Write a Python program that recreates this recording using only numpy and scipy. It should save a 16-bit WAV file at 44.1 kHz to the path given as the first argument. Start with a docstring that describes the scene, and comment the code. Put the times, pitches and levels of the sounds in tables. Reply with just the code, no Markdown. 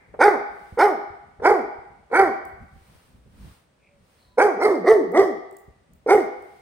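"""The ring of an earlier bark dies over faint shuffling; then a large dog barks nine times in a tiled room.
It stands close to two microphones. Each bark starts hoarse with the jaw wide, arches in pitch and sinks as the
mouth shuts: fold pulses and puffs of air pass a resonant throat, and dense reflections ring after it.
Around the barks, bursts of coloured noise make claw ticks on tile, soft paw thuds and huffs;
gliding tones make two whimpers and a low buzz within the quick run."""
import sys
import numpy as np
from scipy import signal
from scipy.fft import rfft, irfft
from scipy.io import wavfile
from scipy.ndimage import uniform_filter1d

SR = 44100
rng = np.random.default_rng(int(sys.argv[2]) if len(sys.argv) > 2 else 0)


def store_wav(level_fs):
    """Save 16-bit WAV to argv[1]."""
    pcm = np.round(np.clip(np.atleast_2d(level_fs), -1, 1) * 32767)
    wavfile.write(sys.argv[1], SR, pcm.T.astype(np.int16))


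N = 291501


def gain_of(db):
    """Decibels to gain."""
    return 10 ** (np.asarray(db) / 20)


def evened(x):
    """Scales to rms 1."""
    return x / np.sqrt(np.mean(x ** 2) + 1e-20)


def steadied(x, size=500):
    """Scales to a running rms of 1."""
    power = uniform_filter1d(uniform_filter1d(x ** 2, size), size)
    return x / np.sqrt(power + 1e-12)


def read(points, hz):
    """Reads a table on a log-frequency axis."""
    f, value = np.transpose(points)
    return np.interp(np.log(hz + 1), np.log(f + 1), value)


def bump(x, middle, width):
    """A bell of height 1."""
    return np.exp(-((x - middle) / width) ** 2)


def wobble(count, size):
    """Smooth random wavering of rms 1; a larger size (samples) wavers more slowly."""
    return evened(uniform_filter1d(uniform_filter1d(rng.standard_normal(count), size), size))


def add(mix, s, sound):
    """Adds a sound to a stereo mix at a time in seconds."""
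    part = mix[:, max(round(s * SR), 0):][:, :sound.shape[1]]
    part += sound[:, :part.shape[1]]


def paired(z, same):
    """Makes two unrelated channels alike by the share same."""
    same = np.clip(same, -1, 1)
    return np.array([z[0], same * z[0] + np.sqrt(1 - same ** 2) * z[1]])


# likeness of the two microphones for floor and air noise: [f/Hz, likeness 0-1]
FLOOR_SAME = [(100, .85), (300, .7), (650, 0.1), (1400, 0.11), (15000, .1)]


def noise(colour, count):
    """Stereo noise of a given colour and rms 1, near mono in the bass."""
    hz = np.fft.rfftfreq(count, 1 / SR)
    spectrum = paired(rfft(rng.standard_normal((2, count))), read(FLOOR_SAME, hz))
    return evened(irfft(spectrum * gain_of(read(colour, hz)), count))


# quiet air of the place: [f/Hz, relative level/dB per Hz]
AIR_COLOUR = [(18, -32), (30, -15), (69, 3), (328, -6), (581, -4), (716, -8.5), (2370, -17), (7240, -27.5),
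              (8920, -22.5), (11600, -43), (15000, -34)]
AIR_DB = -64
# low shuffling on the floor: [t/s, level/dB]
SHUFFLE = [(0, -60.5), (1.2, -64), (1.75, -59), (2.05, -59), (2.5, -55), (2.9, -59), (3.5, -55.5),
           (3.65, -73.5), (4.0, -67.5), (4.3, -72), (5.9, -66.5), (6.6, -67)]
# its colour: [f/Hz, relative level/dB per Hz]
SHUFFLE_COLOUR = [(20, -21), (58, 4), (110, -5), (200, -4), (400, -24.5), (1200, -34), (4000, -54)]
# swells of soft hiss: [middle t/s, half width/s, level/dB]
HISSES = [(0.682, .2, -62), (2.95, 0.22, -60), (3.481, 0.13, -56.5), (4.172, 0.15, -64), (6.6, 0.29, -63.5)]
# their colour: [f/Hz, relative level/dB per Hz]
HISS_COLOUR = [(200, -3), (1000, 2.5), (3000, -4), (5000, -7), (7200, -13), (9000, -4.5), (11500, -17.5),
               (15000, -10.5)]
# colour of the room still ringing from an earlier bark: [f/Hz, relative level/dB per Hz]
OLD_RING_COLOUR = [(150, -20.5), (420, 1), (600, -6), (830, 0), (1100, -10), (1450, -7.5), (2150, 0.5),
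                   (2450, -7.5), (2700, -32), (9000, -43)]
OLD_RING_DB, OLD_RING_T60 = -55.5, 1.1  # level/dB at the start, time to fall 60 dB/s


def background(uneven_db=5.5):
    """Uneven shuffling, swells of hiss, quiet air and the dying ring of an earlier bark, all coloured noise."""
    t = np.arange(N) / SR
    shuffle_db = np.interp(t, *np.transpose(SHUFFLE)) + uneven_db * wobble(N, size=3000)
    shuffle = noise(SHUFFLE_COLOUR, N) * gain_of(shuffle_db)
    swells = sum(gain_of(db) * bump(t, s, width) for s, width, db in HISSES)
    hiss = noise(HISS_COLOUR, N) * swells
    old_ring = noise(OLD_RING_COLOUR, N) * gain_of(OLD_RING_DB - 60 * t / OLD_RING_T60)
    return shuffle + hiss + old_ring + gain_of(AIR_DB) * noise(AIR_COLOUR, N)


# reverberation of the tiled room: [f/Hz, time to fall 60 dB/s]
ROOM_T60 = [(150, 0.27), (400, 0.7), (800, 0.79), (2200, 0.94), (4500, 0.89), (9000, 0.15), (15000, 0.13)]
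# strength of the reflections: [f/Hz, level/dB]
ROOM_DB = [(200, -12.5), (420, -8), (800, -5.5), (1400, -6.5), (2200, -7), (5000, -8), (12000, 4)]
# likeness of the reflections at the two microphones: [f/Hz, likeness 0-1]
ROOM_SAME = [(100, 0), (300, 0.5), (650, 0.12), (1400, 0), (15000, 0)]


def room(x, early_db=-4, early_t60=0.36, gap=0.014):
    """Dense reflections: an early wash from floor and furniture, then a tail with its own decay in each band."""
    hz, t, z = signal.stft(rng.choice([-1., 1.], (2, SR)), SR, nperseg=512)
    z = paired(z, read(ROOM_SAME, hz)[:, None])
    # many reflections even each other out, so every band carries a steady share
    z /= np.sqrt(uniform_filter1d(abs(z) ** 2, size=9, axis=2))
    unit = np.std(signal.istft(z, nperseg=512)[1])
    t60 = read(ROOM_T60, hz)[:, None]
    late = gain_of(-60 * t / t60) ** 2 / t60
    early = gain_of(early_db - 60 * t / early_t60) ** 2 / early_t60
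    decay = np.sqrt((late + early) * 2 * np.log(1000) / SR)
    z *= decay * gain_of(read(ROOM_DB, hz))[:, None] / unit
    tail = signal.istft(z, nperseg=512)[1]
    # the wash fades in from half to one and a half gaps (s) after the direct sound
    tail *= np.clip(np.arange(tail.shape[1]) / SR / gap - .5, 0, 1)
    return signal.fftconvolve(x.mean(0)[None], tail, axes=1)[:, :N]


def taps(rows, colour, t60, level_db, attack_s):
    """Short dry noise bursts with a linear attack that die at once; level_db shifts every row."""
    out, t = np.zeros((2, N)), np.arange(SR // 8) / SR
    for s, db in rows:
        envelope = np.minimum(t / attack_s, 1) * gain_of(db + level_db - 60 * t / t60)
        add(out, s, noise(colour, len(t)) * envelope)
    return out


# paws landing on the floor: [t/s, relative level/dB]
PAWS = [(0.723, -33.5), (1.098, -42), (1.39, -40), (1.775, -39), (2.528, -37.5), (2.809, -47.5),
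        (2.949, -44.5), (3.04, -55), (3.258, -44), (3.369, -51), (3.508, -45.5), (5.678, -36.5)]
# their colour: [f/Hz, relative level/dB per Hz]
PAW_COLOUR = [(25, -12.5), (70, 2), (130, -4.5), (220, -20), (450, -14.5), (2000, -69)]


def paws():
    """Soft landings: mostly bass noise with a slower attack than the claws."""
    return taps(PAWS, PAW_COLOUR, t60=0.13, level_db=-3, attack_s=0.0034)


# claws on tile: [t/s, relative level/dB]
CLAWS = [(2.4517, -41.5), (5.119, -43.5), (5.5108, -50), (5.527, -55), (5.5677, -40.5), (5.586, -53),
         (5.9344, -51.5), (6.4237, -52)]
# their colour: [f/Hz, relative level/dB per Hz]
CLAW_COLOUR = [(500, -26), (3000, -32), (6000, -8.5), (9000, 3.5), (11500, -12.5), (15000, 1)]


def claws():
    """Hard small contacts: very short bursts of bright noise."""
    return taps(CLAWS, CLAW_COLOUR, t60=0.015, level_db=1.5, attack_s=.0003)


# soft huffs as the jaw opens for a bark: [t/s, relative level/dB]
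HUFFS = [(.139, -35.5), (1.397, -37.5), (2.1, -42)]
# their colour: [f/Hz, relative level/dB per Hz]
HUFF_COLOUR = [(80, -32.5), (300, -4), (520, 7.5), (950, -5.5), (1700, -12.5), (2600, -28), (3200, -48),
               (9000, -58)]


def huffs():
    """Breath through the opening jaw: short bursts of middle-band noise."""
    return taps(HUFFS, HUFF_COLOUR, t60=0.087, level_db=2, attack_s=.003)


# whimpers: [start t/s, length/s, tone f/Hz, tone level/dB, whistle f/Hz, whistle level/dB]
WHIMPERS = [(3.79, 0.24, 574, -65, 2340, -66), (4.161, 0.3, 995, -69, 4110, -69.5)]


def whimper(start, length, pitch_hz, tone_db, whistle_hz, whistle_db, arch=0.0634, sag=0.074, lead=1.66):
    """A fuzzy, falling nose whistle leads into a soft closed-mouth tone."""
    u = np.arange(0, length, 1 / SR) / length
    tone_glide = pitch_hz * (1 - arch * (2 * u - 1) ** 2)
    whistle_glide = whistle_hz * (1 - sag * (u - .5))
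    tone, whistle = (evened(np.sin(2 * np.pi * np.cumsum(hz) / SR)) for hz in (tone_glide, whistle_glide))
    # the whistle swells early, the tone late
    tone *= gain_of(tone_db) * np.sin(np.pi * u ** lead) ** 2
    whistle *= gain_of(whistle_db) * np.sin(np.pi * u ** (1 / lead)) ** 2 * wobble(len(u), size=70)
    return start, (tone + whistle)[None]


# in the quick run the folds keep buzzing low between barks: [start t/s, length/s, lowest f/Hz, level/dB]
HUMS = [(4.55, 0.041, 198, -41), (4.78, 0.094, 179.4, -37), (5.04, .12, 175, -40.5)]


def hum(start, length, low_hz, level_db, dip=0.34, octave_db=-14):
    """A nearly pure low note that dips in pitch between two barks."""
    u = np.linspace(-1, 1, round(length * SR))
    phase = 2 * np.pi * np.cumsum(low_hz * (1 + dip * u ** 2)) / SR
    tone = evened(np.sin(phase) + gain_of(octave_db) * np.sin(2 * phase))
    return start, (tone * gain_of(level_db) * np.cos(np.pi / 2 * u))[None]


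# throat resonances, mouth open: [f/Hz, width/Hz, level/dB, exponent by which f follows the mouth]
THROAT = [(464.3, 31, 7, 0.65), (790, 50, 0.6, 0.69), (886, 85, -4, 0.78), (1445, 60, 0.24, 1.2),
          (1870, 90, -11, 0.11), (2203, 34, -3, 0.59)]


def throat(hz, mouth, bright_db, middle_db, top_db, skirt=1.3, low_hz=215, cliff_hz=2480):
    """Gain of the throat: narrow resonances between a dark bass and a steep upper cliff."""
    middle_lift = middle_db + 0.5 * bright_db
    lifts = [0, middle_lift, middle_lift, bright_db, bright_db, bright_db + top_db]
    power = 0
    for (f, width, db, follow), lift in zip(THROAT, lifts):
        power = power + gain_of(db + lift) ** 2 / (1 + ((hz - f * mouth ** follow) / width) ** 2) ** skirt
    cliff = 1 + (hz / (cliff_hz * mouth ** .35)) ** 60
    bass = 1 + (low_hz / (hz + 1)) ** 8
    return np.sqrt(power / cliff / bass)


# pitch: one arch from slack folds to the top and down again; a skew over 1 delays the move
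START_HZ, END_HZ, RISE_SKEW, FALL_SKEW = 226.8, 159.15, 0.97, 1.1
# brightness: a bite part of the way up (place and width as shares of the rise), dull at both ends
BITE_DB, BITE_AT, BITE_WIDTH, DULL_START_DB, DULL_END_DB = 7, 0.5, .25, -14.5, -7
# the jaw shuts by this share while the pitch falls; a curve under 1 shuts it early
JAW_SHUT, JAW_CURVE = 0.34, 0.66
# roughness (share): of the clear voice, added at the onset, and added as the folds slacken at the end
ROUGH_CLEAR, ROUGH_ONSET, ROUGH_END = .05, 0.58, 0.17
# the voice breaks up hoarsely just after the top (s) and weakens (dB at full hoarseness)
BREAK_AFTER_S, BREAK_WIDTH_S, BREAK_DB = 0.021, 0.025, -2.5
# effort: onset, swell over the rise, release over the fall
ONSET_DB, SWELL_DB, RELEASE_DB = -19.5, 2, -31
# chance wavering of pitch (rms share) and effort (rms dB)
WAVER, WAVER_DB = 0.0071, 0.63


def gesture(t, attack_s, rise_s, fall_s, hold, top_hz, effort_db, bright_db, jaw, hoarse):
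    """Pitch, effort, brightness, mouth opening and roughness through one bark."""
    up, down = np.clip(t / rise_s, 0, 1), np.clip((t - rise_s) / fall_s, 0, 1)
    rise_hz = (top_hz - START_HZ) * np.sin(np.pi / 2 * up ** RISE_SKEW) ** 2
    fall_hz = (END_HZ - top_hz) * np.sin(np.pi / 2 * down ** FALL_SKEW) ** 2
    hz = (START_HZ + rise_hz + fall_hz) * (1 + WAVER * wobble(len(t), size=600))
    bite = BITE_DB * bump(t / rise_s, BITE_AT, BITE_WIDTH)
    bright = bright_db + bite + DULL_START_DB * (1 - up) ** 2 + DULL_END_DB * down
    mouth = jaw * (1 - JAW_SHUT * down ** JAW_CURVE)
    broken = hoarse * bump(t, rise_s + BREAK_AFTER_S, BREAK_WIDTH_S)
    rough = ROUGH_CLEAR + ROUGH_ONSET * (1 - up) + broken + ROUGH_END * down
    effort = effort_db + ONSET_DB * np.maximum(1 - t / attack_s, 0) - SWELL_DB * (1 - up)
    effort += RELEASE_DB * down ** hold + BREAK_DB * broken + WAVER_DB * wobble(len(t), size=500)
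    return hz, effort, bright, np.clip(mouth, .7, 1.08), np.clip(rough, .02, .65)


def fold_pulses(phase, controls, middle_db, top_db, half_db, shimmer=0.056, throb_db=8.0, slope_db=-2.0):
    """Vocal-fold pulses as harmonics, each weighted by the throat at its own frequency."""
    hz, _, bright_db, mouth, rough = controls
    count = len(phase)
    # slack folds close softly, so the low ends of a bark are mostly fundamental (dB an octave)
    tilt_db = slope_db + np.interp(mouth, [.72, .85], [-6, 0])
    folds = np.zeros(count)
    # alternately strong and weak pulses put lines halfway between the harmonics
    for k in np.arange(2, 25) / 2:
        source = gain_of(half_db * (k % 1 > 0) + tilt_db * np.log2(k)) * np.cos(k * phase - k * k)
        folds += source * throat(k * hz, mouth, bright_db, middle_db, top_db)
    folds = steadied(folds) * (1 + shimmer * rough * wobble(count, size=90))
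    # hoarse stretches throb irregularly
    return folds * gain_of(throb_db * rough * wobble(count, size=300))


# rasp of air over tongue and teeth: [f/Hz, relative level/dB per Hz]
RASP = [(1500, -49), (2650, -44.5), (3000, -35), (4200, -35.5), (4900, -31.5), (6200, -34.5), (7200, -47),
        (8800, -34), (11000, -52.5), (15000, -47)]


def breath(t, phase, controls, middle_db, top_db, rasp_db, puff_depth=1.0, rasp_same=0.85,
           patchy_db=5, grain_db=3):
    """Air escapes in one puff a cycle; part passes the throat, part rasps over tongue and teeth."""
    _, _, bright_db, mouth, _ = controls
    count = len(t)
    puffs = rng.standard_normal((3, count)) * (1 + puff_depth * np.cos(phase))
    f, at, z = signal.stft(puffs, SR, nperseg=512, noverlap=384)
    opening, bright = (np.interp(at, t, c) for c in (mouth, bright_db))
    shape = throat(f[:, None], opening, bright, middle_db, top_db)
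    scale = np.sqrt(np.mean(shape ** 2, axis=0))
    z[0] *= shape / scale
    # random narrow patches of the rasp swell and fade by chance
    patches = uniform_filter1d(rng.standard_normal(shape.shape), size=3, axis=0)
    patches = evened(uniform_filter1d(patches, size=16, axis=1))
    colour_db = read(RASP, f)[:, None] + patchy_db * patches
    z[1:] *= gain_of(colour_db + rasp_db + 0.94 * bright - 8.0) / scale
    air = signal.istft(z, nperseg=512, noverlap=384)[1][:, :count]
    rasp = paired(air[1:], rasp_same) * gain_of(grain_db * wobble(count, size=130))
    # the rasp is strongest in the first rush of air and fades as the bark ends
    rasp *= gain_of(np.interp(t, [0, .02, .05, .13], [-4, 4.0, 2.5, -5.5]))
    return steadied(air[0]), rasp


# low push of air at the height of each bark: dB under the voice, time and half width (s)
PUSH_DB, PUSH_AT_S, PUSH_WIDTH_S = -38, 0.1, 0.016


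def bark(t, controls, middle_db, top_db, rasp_db, half_db, jitter=0.018):
    """Jittery vocal-fold pulses and puffs of air pass a throat that opens and shuts."""
    hz, effort_db, _, _, rough = controls
    count = len(t)
    phase = 2 * np.pi * np.cumsum(hz * (1 + jitter * 2 * rough * wobble(count, size=60))) / SR
    folds = fold_pulses(phase, controls, middle_db, top_db, half_db)
    throat_air, rasp = breath(t, phase, controls, middle_db, top_db, rasp_db)
    voice = np.sqrt(1 - rough ** 2) * folds + rough * throat_air
    push = gain_of(PUSH_DB) * bump(t, PUSH_AT_S, PUSH_WIDTH_S) * noise(SHUFFLE_COLOUR, count)
    return (voice + rasp + push) * gain_of(effort_db) * signal.windows.tukey(count, .04)


def near_echo(sound, lag_ms, share, dull_hz=3000):
    """A hard surface near the muzzle returns a duller copy, which combs the voice."""
    count = sound.shape[1] + SR // 100
    hz = np.fft.rfftfreq(count, 1 / SR)
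    echo = share / (1 + (hz / dull_hz) ** 2) * np.exp(-2j * np.pi * hz * lag_ms / 10 ** 3)
    return irfft(rfft(sound, count) * (1 + echo) / np.sqrt(1 + share ** 2), count)


# left minus right level of the dog at the microphones: [f/Hz, level/dB]
BALANCE = [(300, -2), (2000, -2), (3500, -3), (4900, -7), (6500, -1.5), (8000, 0)]


def microphones(sound, lag_ms):
    """The side on which the head is held decides which microphone hears it first."""
    count = sound.shape[1]
    hz = np.fft.rfftfreq(count, 1 / SR)
    # each side takes half the level difference and half the lag
    left = gain_of(read(BALANCE, hz) / 2) * np.exp(-1j * np.pi * hz * lag_ms / 10 ** 3)
    return irfft(rfft(sound) * np.array([left, 1 / left]), count)


# barks: [start t/s, attack/s, pitch rise/s, pitch fall/s, hold (over 1 the effort lets go later), top f/Hz,
#         effort level/dB, brightness/dB, jaw opening (factor on the throat), hoarseness 0-1,
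#         middle resonances/dB, top resonance/dB, rasp/dB, strong-weak alternation of the pulses/dB,
#         lag of the nearest echo/ms, lag at the left microphone/ms]
BARKS = [(0.189, 0.02, .076, 0.15, 0.99, 420.3, -11, 4, 1.014, 0.27, 2, -0.5, -1, -19, 2.14, -0.0094),
         (0.771, 0.02, 0.079, .150, 0.86, 414.4, -11, 2, 0.98, 0.22, 4, -2.5, -1.5, -25.5, 2.06, 0.00017),
         (1.417, 0.042, 0.085, 0.16, 1.14, 418.3, -11.5, -1.5, 0.99, 0.73, 3.5, -0.5, 0.5, -16, 1.92, 0.1),
         (2.111, 0.047, 0.086, 0.17, 1.25, 395.6, -13, 4.5, 1, 0.53, 0.5, -0.5, -1, -15, 2.2, 0.1),
         (4.372, .013, .069, .160, 0.98, 420.9, -11.5, -1.5, 1.014, 0.41, 1.5, -1.5, -3.5, -12.5, 1.84, .11),
         (4.588, 0.047, 0.073, .180, 1.7, 428.3, -12, -3, 0.905, 1, 2.5, 2, 1.5, -11, 2, .12),
         (4.836, 0.068, .080, .172, .95, 446.9, -6.5, -7.5, 0.837, 0.029, -3, 5.5, -2.5, -6, 1.6, -.015),
         (5.120, 0.061, 0.089, 0.18, 0.71, 403.2, -9.5, -9, 0.85, 0.57, 2.5, 7, 4, -22, 1.88, -.1),
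         (6.061, 0.045, 0.081, 0.14, 1.03, 422.8, -9.5, -8.5, 0.97, 0.72, 2.5, 5, 6.5, -9.5, 2.15, -0.095)]


def barks():
    """All barks: as they reach the microphones directly, and as they are sent into the room."""
    direct, to_room = np.zeros((2, 2, N))
    for start, attack_s, rise_s, fall_s, *voice, middle_db, top_db, rasp_db, half_db, echo_ms, side_ms in BARKS:
        t = np.arange(0, rise_s + fall_s, 1 / SR)
        controls = gesture(t, attack_s, rise_s, fall_s, *voice)
        sound = bark(t, controls, middle_db, top_db, rasp_db, half_db)
        add(direct, start, microphones(near_echo(sound, echo_ms, share=0.23), side_ms))
        add(to_room, start, sound)
    return direct, to_room


def scene():
    """Dog, claws, paws and background; barks, claws and huffs also excite the room."""
    quiet = background() + paws()
    small = claws() + huffs()
    dog, to_room = barks()
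    for row in HUMS:
        add(dog, *hum(*row))
    for row in WHIMPERS:
        add(dog, *whimper(*row))
    return dog + small + room(to_room + small) + quiet


EDGE_HZ = 15900  # upper band limit


def record(dry):
    """Peaks are rounded off softly; then the band limit."""
    held = dry / (1 + (dry / .95) ** 8) ** (1 / 8)
    low_pass = signal.firwin(511, EDGE_HZ, window=("kaiser", 9), fs=SR)
    return signal.oaconvolve(held, low_pass[None], "same")


dry = scene()
out = record(dry)
store_wav(out)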